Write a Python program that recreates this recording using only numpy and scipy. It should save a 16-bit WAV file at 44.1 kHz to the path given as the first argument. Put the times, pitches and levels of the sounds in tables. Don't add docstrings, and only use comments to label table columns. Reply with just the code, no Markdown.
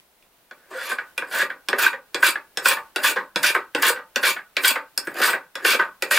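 import sys
import numpy as np
from scipy import signal
from scipy.fft import rfft, irfft, next_fast_len
from scipy.io import wavfile
from scipy.ndimage import uniform_filter1d

SR = 44100
rng = np.random.default_rng(int(sys.argv[2]) if len(sys.argv) > 2 else 0)


def level_to_linear(level):
    exponent = np.asarray(level, float) / 20
    return 10 ** exponent


def persist_wave(psi):
    counts = np.round(np.clip(psi, -1, 1) * 32767).astype(np.int16)
    wavfile.write(sys.argv[1], SR, np.atleast_2d(counts).T)


N = 272538


def at_hz(points, hz):
    point_hz, value = np.transpose(points)
    return np.interp(np.log(hz + 1e-9), np.log(point_hz), value)


def shaped(x, points):
    n = x.shape[-1]
    size = next_fast_len(n)
    gain = level_to_linear(at_hz(points, np.fft.rfftfreq(size, 1 / SR)))
    return irfft(rfft(x, size) * gain, size)[..., :n]


def drift(rate):
    steps = rng.standard_normal(4000)
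    return np.interp(np.arange(N) / SR * rate, np.arange(len(steps)), steps)


# f/Hz, level/dB per Hz
AIR = [(12, -18), (20, -5), (48, -5), (86, -11.5), (660, -3), (718, -5.5), (849, -5.5), (3950, -13.5),
       (6720, -18), (13500, -14), (16000, -13.5)]
# f/Hz, side over mid level/dB
HUSH_SIDE = [(60, -5), (500, -11), (3000, -1)]
# t/s, level/dB
HUSH_SWELL = [(.25, 2), (.3, -1), (.42, 4), (.49, -2.5), (.62, 0), (.72, 3.7)]


def hush():
    noise = shaped(rng.standard_normal((2, N)), AIR)
    swell_db = np.interp(np.arange(N) / SR, *np.transpose(HUSH_SWELL))
    mid, side = noise / np.std(noise) * level_to_linear(-63 + 1.6 * drift(12) + swell_db)
    return mid, shaped(side, HUSH_SIDE)


# t/s, peak level/dB, thump level/dB, edge level/dB, brightness level/dB
JOLTS = [
    (0.224, -61, -5, 12, 9),
    (0.9146, -17.5, -44, -12, -25),
    (1.2218, -20.5, -10.5, -22, -22),
    (1.73, -7.5, -17.5, -16.5, -26),
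    (1.8337, -16.5, -26, 2.5, -28.5),
]


def jolts():
    rattle_ms = 2.8
    return [(*row, rattle_ms) for row in JOLTS]


# t/s, peak level/dB, brightness level/dB, slide level/dB,
# slide hiss level/dB
LANDINGS = [(0.5104, -33.5, -13, -58, -81), (1.1781, -16, 0.5, -41, -63), (1.6859, -20, 7, -35, -60),
            (2.1449, -21, 7.5, -37, -58.5), (2.5723, -17.5, 4.7, -37.5, -55), (2.9601, -16, 3, -33, -49.5),
            (3.3591, -13.5, -2, -35.5, -50), (3.7485, -15.5, -0.5, -31.5, -52),
            (4.159, -11.5, 0.5, -35.5, -54.5), (4.567, -17, -1, -35.5, -50.5),
            (4.9762, -23, 20, -46.5, -64.5), (5.0711, -17, -10.5, -43, -63), (5.554, -19, -0.5, -39, -60),
            (6.0227, -15, 5.5, -38.5, -55.5)]
# thump level/dB, edge level/dB
FOOTINGS = [(-5.5, -2.5), (-16.5, 2.5), (-5.5, 9), (-2.5, 10), (-9, 5), (-9, 5.8), (-7.5, 5), (-8.5, 4),
            (-12, 5), (-6.5, 8.5), (-8.5, 3.5), (-5, -19), (-16.5, -3.5), (-10, 3.5)]


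def landings():
    rattle_ms = 3.63
    return [(s, peak_db, *footing, bright_db, rattle_ms)
            for (s, peak_db, bright_db, *_), footing in zip(LANDINGS, FOOTINGS)]


def sliding():
    t, out = np.arange(N) / SR, np.zeros((3, N))
    stops = np.sort([row[0] for row in CUTS + LANDINGS])
    for s, _, _, slide_db, hiss_db in LANDINGS:
        start, stop = s + .012, stops[stops > s][0] + .006
        on = (t >= start) & (t < stop)
        skid_db = 13.5 * np.exp(-(t[on] - start) / .0061)
        run_up_db = 20.5 * np.exp((t[on] - stop) / .02)
        blank_db = slide_db + skid_db
        out[:, on] += level_to_linear([blank_db, blank_db - 7, hiss_db + .5 * skid_db + run_up_db])
    return out


def shudder():
    push = uniform_filter1d(cutting()[0] + rubbing()[0], size=900)
    low_pass = signal.butter(3, 100.7, fs=SR, output="sos")
    low = signal.sosfilt(low_pass, rng.standard_normal((2, N)))
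    mid, side = low / np.std(low) * level_to_linear(-55.5 + 3.5 * drift(14)) * np.abs(push) ** 0.77
    return mid, level_to_linear(-10.5) * side


# t/s, length/s, scrape level/dB at entry, scrape level/dB at exit, hiss level/dB at exit
CUTS = [(0.703, 0.22, -38.5, -29, -37.5), (1.309, 0.12, -22, -20.5, -35.5), (1.781, 0.084, -20, -20, -28.5),
        (2.222, 0.062, -16, -22, -21.5), (2.645, .075, -31.5, -24.5, -26), (3.031, 0.078, -19, -28.5, -30),
        (3.428, 0.071, -21, -23.5, -25.5), (3.819, 0.081, -17, -18.5, -28), (4.227, 0.077, -15.5, -28, -26),
        (4.632, 0.076, -26, -21, -24.5), (5.139, 0.064, -31, -27, -34.5),
        (5.214, 0.093, -18.5, -18.5, -31.5), (5.644, .1, -23, -22, -27.5), (6.107, 0.077, -30, -14.5, -24)]
# hiss gain entry to exit/dB, rasp level/dB, rumble level/dB, attack/ms
SHAVINGS = [(21, -31, -44.5, 9), (7, -27.5, -38, 15.3), (8, -22, -40, 3.2), (9.5, -18, -38.5, 4.9),
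            (6, -21.5, -39, 9.8), (-7, -26, -36.5, 7.6), (-1.5, -21.5, -41, 5.1), (-1.5, -23, -37, 7.8),
            (3.5, -19.5, -38, 9), (1, -21, -40.5, 7.2), (25, -30.5, -34.5, 6.7), (-4.5, -26, -36, 3.3),
            (3, -20, -35, 4.9), (2.5, -20.5, -34.5, 4)]
RELEASE_DB_PER_S = {"scrape": 503, "rumble": 397.5, "hiss": 559, "rasp": 691}


def cutting():
    t, out = np.arange(N) / SR, np.zeros((4, N))
    for cut, shaving in zip(CUTS, SHAVINGS):
        s, length, entry_db, exit_db, hiss_exit_db = cut
        gain_db, rasp_exit_db, rumble_db, attack_ms = shaving
        on = (t >= s) & (t < s + length + .2)
        age = t[on] - s
        done, after = np.clip(age / length, 0, 1), np.maximum(age - length, 0)
        entry_kick_db = 7 * np.exp(-age / .015)
        exit_kick_db = 11.5 * np.exp(-((age - length) / .0055) ** 2)
        arch_db = 2.5 * np.sin(np.pi * done)
        to_come_db = gain_db * (1 - done)
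        scrape_db = entry_db + (exit_db - entry_db) * done
        bench_db = rumble_db + entry_kick_db + exit_kick_db
        hiss_db = hiss_exit_db - to_come_db + arch_db
        rasp_db = rasp_exit_db - 0.93 * to_come_db + arch_db
        attack = np.minimum(age * 1000 / attack_ms, 1)
        held_db = (scrape_db, bench_db, hiss_db, rasp_db)
        for k, (db, fall) in enumerate(zip(held_db, RELEASE_DB_PER_S.values())):
            out[k, on] += level_to_linear(db - fall * after) * attack
    return out


# t/s, length/s, f/Hz, level/dB
CHATTER = [
    (0.77, 0.038, 520, -27.5),
    (1.868, 0.0067, 1558, -4),
    (3.909, 0.012, 500, -24.5),
]


def chatter():
    t, wobble = np.arange(N) / SR, np.cumsum(1 + 0.013 * drift(130)) / SR
    out = np.zeros(N)
    for s, length, hz, db in CHATTER:
        swell = np.exp(-((t - s) / length * 2) ** 2)
        out += level_to_linear(db) * swell * np.sin(2 * np.pi * hz * wobble)
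    return out


# t/s, peak level/dB, rocking level/dB
DROPS = [(0.9854, -19, -31), (1.502, -17, -34.5), (1.9305, -18.5, -32.5), (2.3558, -17.5, -35),
         (2.7706, -17, -33), (3.165, -12.5, -21.5), (3.5499, -7, -20), (3.962, -21, -29.5),
         (4.365, -18.5, -34), (4.7576, -11, -25.5), (5.3342, -15, -22.5), (5.7968, -8.5, -17.5)]


def drops():
    thump_db, edge_db, bright_db, rattle_ms = -25, -28, -26, 3.45
    return [(s, peak_db, thump_db, edge_db, bright_db, rattle_ms) for s, peak_db, _ in DROPS]


def rocking():
    t, out = np.arange(N) / SR, np.zeros((3, N))
    share_db = np.array([[0], [-9.5], [-26.5]])
    for s, _, rock_db in DROPS:
        on = (t >= s - .005) & (t < s + .2)
        out[:, on] += level_to_linear(rock_db - 322 * (t[on] - s) + share_db)
    return out


def rubbing():
    return uniform_filter1d(sliding() + rocking(), size=90, axis=1)


# t/s, peak level/dB, edge level/dB
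BITES = [
    (2.228, -6.5, -23),
    (2.6568, -6, -2.5),
    (3.044, -10.5, -23),
    (3.4391, -10.5, -30),
    (3.8295, -10.5, 0.5),
    (4.2336, -14, -4.5),
    (4.6466, -9, 1.5),
    (5.215, -12.5, -7.5),
    (5.649, -7.5, -4),
    (6.111, -8.5, -9),
]


def bites():
    thump_db, bright_db, rattle_ms = -21.5, -17.5, 3.6
    return [(s, peak_db, thump_db, edge_db, bright_db, rattle_ms) for s, peak_db, edge_db in BITES]


def contacts():
    return landings() + bites() + drops() + jolts()


def blows(strength_db, stretch, click, brush_db):
    lead, size = round(.012 * SR), 1800
    out, t = np.zeros(N + size), (np.arange(size) - lead) / SR
    rattle = rng.standard_normal((len(strength_db), size))
    for (s, *_, rattle_ms), db, burst in zip(contacts(), strength_db, rattle):
        dying = np.exp(-np.maximum(t, 0) * 1000 / (stretch * rattle_ms))
        burst = burst * np.where(t < 0, level_to_linear(brush_db), dying) + click * (t == 0)
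        start = round(s * SR) - lead
        out[start:start + size] += level_to_linear(db) * burst / np.sqrt(np.sum(burst ** 2))
    return out[:N]


def tearing(per_s, spread_db, clump_db):
    size_db = spread_db * np.minimum(rng.exponential(1, N), 3.5)
    sizes = level_to_linear(size_db) * rng.choice([-1, 1], N)
    snaps = sizes * (rng.random(N) < per_s / SR) * level_to_linear(clump_db * drift(160))
    return snaps / np.sqrt(np.mean(snaps ** 2))


def body(force, modes, between_db):
    out, power = np.zeros(N), 0
    for k, (hz, width_hz, db) in enumerate(modes):
        r = np.exp(-np.pi * width_hz / SR)
        fed = force * level_to_linear(db + 3.5 * drift(25)) + 1e-18
        poles = [1, -2 * r * np.cos(2 * np.pi * hz / SR), r * r]
        out += (-1) ** k * signal.lfilter([1 - r, 0, r - 1], poles, fed)
        power += level_to_linear(db) ** 2 * np.pi * width_hz / SR
    low_hz, top_hz = modes[0][0] * 0.66, min(modes[-1][0] * 1.176, .45 * SR)
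    band = signal.butter(2, [low_hz, top_hz], "band", fs=SR, output="sos")
    out += level_to_linear(between_db) * signal.sosfilt(band, force + 1e-18)
    power += level_to_linear(between_db) ** 2 * 2 * (top_hz - low_hz) / SR
    soft = signal.butter(5, min(1.87 * top_hz, .46 * SR), fs=SR, output="sos")
    return signal.sosfilt(soft, out) / np.sqrt(power)


# f/Hz, width/Hz, level/dB
BENCH = [(197.4, 29, -21), (256, 35, -13), (287.7, 31, -7.5), (390.2, 42.2, -2.5), (520, 36.7, 0.5),
         (608.5, 51.5, -4.5), (777.5, 61, -7.5)]


def bench(push, thump_db):
    thumps = blows(thump_db + 25.5, stretch=2.1, click=3.3, brush_db=-48.5)
    return body(push + thumps, BENCH, between_db=-23.5)


# f/Hz, width/Hz, level/dB
BLANK = [(895, 15, 0.5), (1060, 209, 0), (1277, 150, -4), (1474.4, 77, 9.5), (1563.4, 41.6, 8.5),
         (1582, 40, 4), (1676, 118, 5.5), (1890, 20, 3), (1942, 43, -2)]


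def blank(push, peak_db):
    knocks = blows(peak_db + 20.5, stretch=2.3, click=7.5, brush_db=-31.5)
    return body(push, BLANK, between_db=-8.5) + body(knocks, BLANK, between_db=-8.0)


# f/Hz, width/Hz, level/dB
SOLE = [(2330, 110, 2), (2456, 193, 6), (2781, 165, -5.5), (3364, 49, 3), (3392, 71, 0), (3850, 26, -0.5),
        (4160, 130, -19)]


def sole(push, edge_db):
    edges = blows(edge_db + 17.0, stretch=1.0, click=2.4, brush_db=-46.5)
    return body(push + edges, SOLE, between_db=-5.5)


# f/Hz, width/Hz, level/dB
IRON = [(4780, 300, -2), (5600, 400, -7), (6870, 300, -5), (8350, 400, 0), (10250, 450, -3),
        (12100, 600, -1), (13000, 500, -3), (14800, 900, -4)]


def iron(push):
    return body(push, IRON, between_db=-13.5)


# f/Hz, width/Hz, level/dB
CLACK = [(4500, 250, -9), (5000, 250, -8), (5390, 150, 2), (6770, 150, -8), (7090, 100, -9),
         (8270, 180, -4), (10500, 1000, -12), (13500, 1800, -16)]


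def clack(bright_db):
    hits = blows(bright_db + 9.5, stretch=0.78, click=2.8, brush_db=-47.5)
    return body(hits, CLACK, between_db=-28.5)


def plane():
    scrape, rumble, hiss, rasp = cutting()
    rub, rub_low, rub_high = rubbing()
    _, peak_db, thump_db, edge_db, bright_db, _ = np.transpose(contacts())
    coarse = tearing(2500.0, spread_db=3.5, clump_db=3.0)
    rough = tearing(3500.0, spread_db=1.5, clump_db=0.5)
    fine = tearing(15000.0, spread_db=-5.0, clump_db=4.5)
    wood = bench((rumble + rub_low) * coarse, peak_db + thump_db) + blank((scrape + rub) * coarse, peak_db)
    metal = sole((rasp + level_to_linear(-17.0) * rub) * rough, peak_db + edge_db) + iron((hiss + rub_high) * fine)
    return wood + metal + clack(peak_db + bright_db) + chatter()


# f/Hz, T60/s
ROOM_T60 = [(150, 0.39), (500, 0.14), (1500, 0.21), (4000, 0.14), (12000, 0.12)]


def echoes(delay_s):
    t = np.arange(round(.45 * SR)) / SR
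    white, out = rng.standard_normal(len(t)), np.zeros(len(t))
    for low_hz in 90 * 2.0 ** np.arange(8):
        band = signal.butter(2, [low_hz, min(2 * low_hz, .45 * SR)], "band", fs=SR, output="sos")
        out += signal.sosfilt(band, white) * level_to_linear(-60 * t / at_hz(ROOM_T60, 2.4 * low_hz))
    out = out * np.clip(t / delay_s - 1, 0, 1)
    return out / np.sqrt(np.sum(out ** 2))


# f/Hz, side over mid level/dB
SIDE_SHARE = [(120, -8), (300, -32), (700, -33), (1600, -18.5), (2800, -6), (8000, -7), (15000, -7.5)]


def room(dry):
    mid = dry + level_to_linear(-3.5) * signal.fftconvolve(dry, echoes(0.004))[:N]
    near = np.roll(dry, 9) - np.roll(dry, 31)
    side = level_to_linear(-17) * near + signal.fftconvolve(dry, echoes(.001))[:N]
    return mid, shaped(side, SIDE_SHARE)


def scene():
    no_deep_bass = signal.butter(5, 140, "high", fs=SR, output="sos")
    dry = signal.sosfilt(no_deep_bass, plane())
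    mid, side = np.array(room(dry)) + np.array(hush()) + np.array(shudder())
    return np.array([mid + side, mid - side])


def band_limit(x):
    return signal.sosfilt(signal.butter(12, 16990, fs=SR, output="sos"), x)


def record(dry):
    low_pass = signal.cheby2(16, 40, 16200, fs=SR, output="sos")
    mix = signal.sosfilt(low_pass, dry)
    return band_limit(mix)


dry = scene()
out = record(dry)
persist_wave(out)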